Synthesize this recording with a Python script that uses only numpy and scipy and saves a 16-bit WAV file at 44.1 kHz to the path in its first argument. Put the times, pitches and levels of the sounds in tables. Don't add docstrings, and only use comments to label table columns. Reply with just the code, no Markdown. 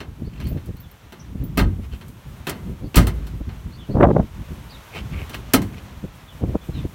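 import sys
import numpy as np
from scipy import signal
from scipy.fft import rfft, irfft, next_fast_len
from scipy.io import wavfile
from scipy.ndimage import uniform_filter1d

SR = 44100
rng = np.random.default_rng(int(sys.argv[2]) if len(sys.argv) > 2 else 0)


def wrap_up_sound(samples):
    columns = np.atleast_2d(samples).T
    tamed = np.clip(columns, -1, 1)
    steps = np.round(tamed * 32767).astype(np.int16)
    wavfile.write(sys.argv[1], SR, steps)


N = 306274
T = np.arange(N) / SR

# (time [s], clack level [dB], high click level [dB], ring factor [x])
CATCH_HITS = [(1.573, -23.5, -26, 1.02), (1.578, -21, -38, 1.03), (1.592, -19.5, -31, 0.95),
              (2.469, -24.5, -33.5, 1.59), (2.495, -28.5, -24.5, 0.57), (2.944, -21.5, -41, 0.65),
              (2.957, -24, -16.5, 1.4), (2.969, -13.5, -21, 1.03), (3.069, -25, -28, 0.86),
              (5.5354, -12.5, -8.5, .7), (5.54, -15, -25, 0.82), (5.618, -34, -37, 0.86)]
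# (pitch [Hz], level [dB], free ring time [s])
CATCH_TONES = [(1870, -1, 0.25), (2066, -9, 0.76), (2010, 0, 0.31), (2200, -20, 0.086), (2610, 18, 0.038),
               (3000, 6, 0.016), (3340, -19, .1), (3600, -10, 0.11), (3830, -14, 0.09), (3750, -12, 0.096),
               (5550, -11, 0.086), (6690, -4, 0.11)]


def door_catch(ring_db=-18.5, jolt_db=-12):
    out = np.zeros(N)
    for s, clack_db, click_db, length in CATCH_HITS:
        add(out, s, clatter(clack_db, click_db, length))
        tones = ring(CATCH_TONES, rise_s=0.00058, scatter_db=4, detune=0.0027, length=0.44 * length ** 2)
        add(out, s, length * undb(clack_db + ring_db) * tones)
        add(out, s, undb(clack_db + jolt_db) * door_panel(centre_hz=550))
    return out


# (time [s], panel level [dB], panel centre pitch [Hz], boom level [dB])
DOOR_THUDS = [(1.578, -18.5, 255, -30), (1.612, -18.5, 189, -17), (1.657, -33, 199, -16.5),
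              (2.478, -33, 420, -38), (2.967, -10, 170, -7), (2.971, -22.5, 600, -30),
              (2.984, -9.5, 150, -29), (5.54, -10, 221, -44), (5.57, -32, 126, -26)]
# (pitch [Hz], level
# [dB], free ring time [s])
BOOM_TONES = [(52.3, 7.5, 0.2), (54.3, -7.5, 2.4), (65, -16, 2.2), (68.83, -16, 1.67), (92, -1.5, 0.85),
              (112, -3.5, 0.34)]


def door_thuds():
    out = np.zeros(N)
    for s, panel_db, centre_hz, boom_db in DOOR_THUDS:
        add(out, s, undb(panel_db) * door_panel(centre_hz))
        boom = ring(BOOM_TONES, rise_s=0.0032, scatter_db=3.5, detune=0, length=0.66)
        add(out, s, undb(boom_db) * boom)
    return out


# (pitch [Hz], level [dB], ring time [s])
PANEL_TONES = [(109, -21, 1), (117, -4.5, 0.37), (178.4, 5.5, 0.099), (200.3, -11, 0.62), (255, -2.5, 0.13),
               (268.7, 3, 0.152), (306, -10.5, 0.41), (355.7, -11, 0.16), (502, -11.5, 0.18),
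               (577, -6.5, 0.2), (712, -0.5, 0.1), (771, -11, 0.26), (844, -16.5, 0.21), (1048, -18, 0.42),
               (1257, 7, 0.11), (1307, -10, 0.17), (1580, -8.5, 0.21)]


def door_panel(centre_hz, slope_db=5, rumble_db=-15):
    tones = [(hz, db - slope_db * abs(np.log2(hz / centre_hz)), t60) for hz, db, t60 in PANEL_TONES]
    out = ring(tones, rise_s=0.0022, scatter_db=0.5, detune=0.0065)
    t = T[:2 ** 15]
    rumble = noise(lambda f: above(f, 89, order=2) * np.exp(-f / 150), len(t))
    rise = 1 - np.exp(-t / 0.0055)
    add(out, 0, undb(rumble_db) * rumble * rise * fade(t, t60=0.83))
    return out


# (pitch [Hz], level [dB per Hz])
STEEL_LEVELS = [(88, -29), (150, -3), (280, -10.5), (545, -19), (888, -20.5), (1100, -15), (1290, -19.5),
                (1690, -25), (1830, -19), (1980, -20.5), (4950, -25), (5460, -30.5), (7470, -30.5),
                (15100, -27.5), (16000, -39)]
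# (pitch [Hz], free ring time [s])
STEEL_RING_TIMES = [(150, 0.54), (500, 0.27), (1500, 0.17), (3500, 0.13), (7000, 0.12), (15000, 0.086)]


def clatter(clack_db, click_db, length, contact_s=0.0004, split_hz=4600, build_cycles=0.32):
    t = T[:2 ** 14]
    centres = np.geomspace(160, 15000, 14)
    half_band = np.sqrt(centres[1] / centres[0])
    weights = undb(at_hz(STEEL_LEVELS, centres)) * np.sqrt(centres) * above(centres, 240, order=2)
    high = above(centres, split_hz, order=3)
    low = np.sqrt(1 - high ** 2)
    clack = undb(clack_db) * low / np.linalg.norm(weights * low)
    click = undb(click_db) * high / np.linalg.norm(weights * high)
    f = np.fft.rfftfreq(len(t), 1 / SR) + 1
    spectrum = rfft(rng.standard_normal(len(t))) * van_body(f)
    out = np.zeros(len(t))
    for hz, gain in zip(centres, np.hypot(clack, click) * weights):
        band = unit(irfft(spectrum * ((f >= hz / half_band) & (f < hz * half_band))))
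        rise = 1 - np.exp(-t / (contact_s + build_cycles / hz))
        t60 = length * at_hz(STEEL_RING_TIMES, hz)
        decay = fade(t, t60) + undb(-29) * fade(t, t60 * 2.8)
        out += gain * band * rise * decay
    return out


BODY_RIPPLE = rng.standard_normal(1024)


def van_body(hz, ripple_db=3.5, spacing_hz=65):
    return undb(ripple_db * np.interp(hz / spacing_hz, np.arange(len(BODY_RIPPLE)), BODY_RIPPLE))


# (middle time [s], length [s], level [dB])
WIND_GUSTS = [(0.223, 0.043, -27.5), (.277, 0.011, -24), (0.521, 0.021, -22.5), (.566, 0.033, -22.5),
              (0.694, 0.03, -25), (.746, 0.014, -30), (1.356, 0.0088, -21), (1.434, 0.053, -26),
              (1.797, 0.013, -25), (1.937, 0.026, -26.5), (2.697, 0.066, -26), (2.844, 0.048, -25),
              (3.412, 0.011, -21.5), (4.011, 0.011, -8), (4.031, 0.0047, -5), (4.042, 0.016, -7.5),
              (4.113, 0.0059, -11), (4.167, 0.0059, -10.5), (4.2, 0.016, -11.5), (6.045, 0.02, -24),
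              (6.439, 0.031, -17), (6.497, 0.045, -22), (6.555, .014, -14.5), (6.695, 0.015, -20.5),
              (6.78, 0.079, -29), (6.852, 0.016, -19.5)]


def gusts(calm_hz=91, rise_hz=1016, swing_gain=0.63):
    out = np.zeros(N)
    t = T[:2 ** 13] - T[2 ** 12]
    opening = lambda f: undb(3.5 * np.exp(-(np.log2(f / 625) / 0.28) ** 2))
    for s, length, db in WIND_GUSTS + blast():
        hz = calm_hz + rise_hz * undb(db)
        swell = np.exp(-2 * (t / length) ** 2)
        swirl = swell * noise(lambda f: above(f, 52, order=2) * np.exp(-f / hz) * opening(f), len(t))
        phase = np.exp(2j * np.pi * rng.random())
        swing = np.real(phase / (1 + 2j * np.pi * hz * 1.29 * t))
        gust = swirl / np.linalg.norm(swirl) + swing_gain * swing / np.linalg.norm(swing)
        add(out, s + t[0], undb(db) * gust * np.linalg.norm(swell) / np.linalg.norm(gust))
    return out


# (time [s], level [dB])
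BLAST_LEVELS = [(3.895, -25.5), (3.94, -18), (3.985, -12), (4.022, -9.5), (4.07, -12), (4.095, -16),
                (4.16, -15.5), (4.215, -23.5), (4.25, -25)]


def blast(gap_s=0.016, length_s=0.012, spread_db=1.5):
    s, db = np.transpose(BLAST_LEVELS)
    times = np.arange(s[0], s[-1], gap_s)
    time_jitter, level_jitter = rng.standard_normal((256, 2))[:len(times)].T
    times += 0.1993 * gap_s * time_jitter
    levels = np.interp(times, s, db) + spread_db * level_jitter
    return [(time, length_s, level) for time, level in zip(times, levels)]


# (time [s], level [dB])
BREEZE_LEVELS = [(0, -36.5), (.62, -32), (.85, -45.5), (1.2, -46.5), (1.4, -29), (2.05, -41), (2.9, -40.5),
                 (3.3, -30.5), (3.85, -40.5), (4.07, -20.5), (4.3, -37.5), (4.65, -32), (4.9, -44.5),
                 (5.15, -28), (5.45, -39), (5.8, -36), (6.3, -42.5), (6.48, -31), (6.62, -39), (6.94, -33)]


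def breeze(flutter_db=3.8):
    s, db = np.transpose(BREEZE_LEVELS)
    rumble = noise(lambda f: above(f, 48) * np.exp(-f / 115), N)
    return rumble * undb(np.interp(T, s, db) + flutter_db * drift(28))


# (middle time [s], length [s], level [dB])
PAW_SCUFFS = [(.43, 0.14, -47.5), (1.844, 0.027, -46.5), (1.939, .03, -44), (4.98, 0.039, -38),
              (5.13, 0.019, -46), (5.344, 0.017, -33.5), (5.785, 0.021, -43), (6.791, .067, -47.5)]
# (middle time [s], length [s], level [dB])
CRATE_CREAKS = [(4.962, 0.039, -35.5), (5.138, 0.012, -38), (5.206, .062, -39.5), (5.74, 0.018, -46)]
# (time [s], clack level [dB], high click level [dB])
CRATE_TICKS = [(0.0034, -30, -51), (0.401, -37, -49), (0.469, -45, -43.5), (0.571, -43, -68),
               (0.658, -65, -49.5), (1.1221, -38.5, -48), (2.0116, -41, -56), (2.0814, -69, -48),
               (3.268, -42, -44), (3.491, -40.5, -66), (4.9542, -36, -52), (5.2946, -36, -40.5),
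               (5.3441, -32, -40)]


def dogs():
    out = rubbing(PAW_SCUFFS, hz=2500, octaves=0.55) + rubbing(CRATE_CREAKS, hz=2280, octaves=0.22)
    for s, clack_db, click_db in CRATE_TICKS:
        add(out, s, clatter(clack_db, click_db, length=0.9, contact_s=0.00027))
    return out


def rubbing(events, hz, octaves):
    swell = sum(undb(db) * np.exp(-2 * ((T - s) / length) ** 2) for s, length, db in events)
    rasp = lambda f: 1 / (1 + (np.log2(f / hz) / octaves) ** 2)
    wood = lambda f: 3.9 * np.sqrt(octaves) * above(530, f, order=2)
    rub = noise(lambda f: above(f, 450) * van_body(f) * (rasp(f) + wood(f)), N)
    grain = unit(undb(3.7 * drift(420)))
    return rub * swell * grain


# (time [s], ring level [dB], ring factor [x])
TAG_HITS = [(0.439, -51, 0.22), (0.486, -47, 1.3), (.768, -49, .2), (.802, -50, 0.8), (.913, -49, 0.28),
            (1.438, -48, 1.1)]
# (pitch [Hz], level [dB], free ring time [s])
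TAG_TONES = [(12690, -5, 0.27), (12760, 0, 0.12), (12860, 4, .1), (15070, 2, 0.18), (15000, 4, .07)]


def collar_tag(tick_db=-55):
    out = np.zeros(N)
    for s, db, length in TAG_HITS:
        add(out, s, clatter(tick_db, tick_db, length=0.51))
        add(out, s, undb(db) * ring(TAG_TONES, rise_s=0.00089, scatter_db=1, detune=0.0028, length=length))
    return out


# (time [s], level [dB])
RISING_CHIRPS = [(.24, -56.5), (.44, -48.5), (.755, -57), (2.831, -55), (3.716, -49), (3.897, -50),
                 (4.687, -46)]
# (time [s], length [s], starting pitch [Hz], level [dB])
FALLING_NOTES = [(0.824, 0.049, 3820, -54), (3.776, 0.084, 3580, -46), (4.709, 0.071, 4250, -45.5),
                 (6.267, 0.068, 3700, -47.5), (6.604, .05, 3700, -52), (6.726, 0.089, 4150, -45.5)]


def birds(pitch_drop=0.19, echo_db=-4.5):
    out = np.zeros(N)
    for s, db in RISING_CHIRPS:
        add(out, s, undb(db) * whistle([3670, 4520, 4500, 4600], length_s=0.054))
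    for s, length, hz, db in FALLING_NOTES:
        add(out, s, undb(db) * whistle([hz, hz * (1 - pitch_drop)], length))
    add(out, 1.191, undb(-46.5) * whistle([5740], length_s=0.03))
    echo = rng.standard_normal(SR // 2) * fade(T[:SR // 2], t60=0.18)
    return out + undb(echo_db) * signal.fftconvolve(out, echo / np.linalg.norm(echo))[:N]


def whistle(pitches_hz, length_s):
    size = int(length_s * SR)
    hz = np.interp(np.linspace(0, 1, size), np.linspace(0, 1, len(pitches_hz)), pitches_hz)
    hz *= 1 + 0.04 * drift(500)[:size]
    return np.sqrt(np.hanning(size)) * np.sin(2 * np.pi * np.cumsum(hz) / SR)


# (pitch [Hz], level [dB per Hz])
OUTDOOR_TONE = [(180, -25), (300, 7), (713, -10.5), (994, -9), (1810, -14.5), (3350, -17.5), (4910, -25),
                (5800, -22), (10400, -22), (11500, -20.5), (14700, -20.5), (16000, -24.5)]
# (time [s], traffic level [dB], hiss level [dB])
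OUTDOOR_LEVELS = [(0, -55, -65), (.5, -53, -61), (1.25, -53, -66), (1.95, -54, -60.5), (2.45, -50, -58.5),
                  (2.85, -51.5, -60), (4.15, -51, -62.5), (4.6, -47.5, -57), (5.3, -45, -56.5),
                  (6.2, -49.5, -60), (6.94, -48, -56.5)]


def outdoors(split_hz=6000):
    s, traffic_db, hiss_db = np.transpose(OUTDOOR_LEVELS)
    traffic = noise(lambda f: undb(at_hz(OUTDOOR_TONE, f)) * above(f, 580) * above(split_hz, f), N)
    hiss = noise(lambda f: undb(at_hz(OUTDOOR_TONE, f)) * above(f, split_hz), N)
    traffic *= undb(np.interp(T, s, traffic_db) + 0.8 * drift(21))
    hiss *= undb(np.interp(T, s, hiss_db) + 1.4 * drift(22))
    return traffic + hiss


def ring(tones, rise_s, scatter_db, detune, length=1):
    out = np.zeros(2 * SR)
    for hz, db, t60 in tones:
        level_jitter, pitch_jitter = rng.standard_normal(2)
        t = T[:int(np.clip(t60 * length, 0.01, 2) * SR)]
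        wave = np.sin(2 * np.pi * hz * (1 + detune * pitch_jitter) * t)
        rise = 1 - np.exp(-t / rise_s)
        out[:len(t)] += undb(db + scatter_db * level_jitter) * wave * rise * fade(t, t60 * length)
    return out


def noise(gain, size):
    fast = next_fast_len(size, real=True)
    hz = np.fft.rfftfreq(fast, 1 / SR) + 1
    return unit(irfft(gain(hz) * rfft(rng.standard_normal(fast)), fast)[:size])


def drift(rate):
    step = int(SR / rate)
    steps = np.repeat(rng.standard_normal(N // step + 1), step)
    return unit(uniform_filter1d(steps, step)[:N])


def above(hz, edge_hz, order=4):
    return 1 / np.sqrt(1 + (edge_hz / hz) ** (2 * order))


def at_hz(points, hz):
    f, value = np.transpose(points)
    return np.interp(np.log(hz + 1), np.log(f), value)


def fade(t, t60):
    return np.exp(-np.log(1000) * t / t60)


def undb(db):
    return 10 ** (np.asarray(db) / 20)


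def unit(x):
    return x / np.sqrt(np.mean(x ** 2))


def add(out, s, x):
    i = int(round(s * SR))
    a, b = max(i, 0), min(i + len(x), N)
    if b > a:
        out[a:b] += x[a - i:b - i]


def scene():
    door = door_catch() + door_thuds()
    return (door + dogs() + collar_tag() + birds() + outdoors() + breeze() + gusts())[None]


def record(dry, bass_hz=33, top_hz=15950):
    dry = signal.sosfilt(signal.butter(2, bass_hz, "high", fs=SR, output="sos"), dry)
    rounded = dry / (1 + dry ** 6) ** (1 / 6)
    return signal.sosfilt(signal.ellip(10, 0.2, 70, top_hz, fs=SR, output="sos"), rounded)


dry = scene()
out = record(dry)
wrap_up_sound(out)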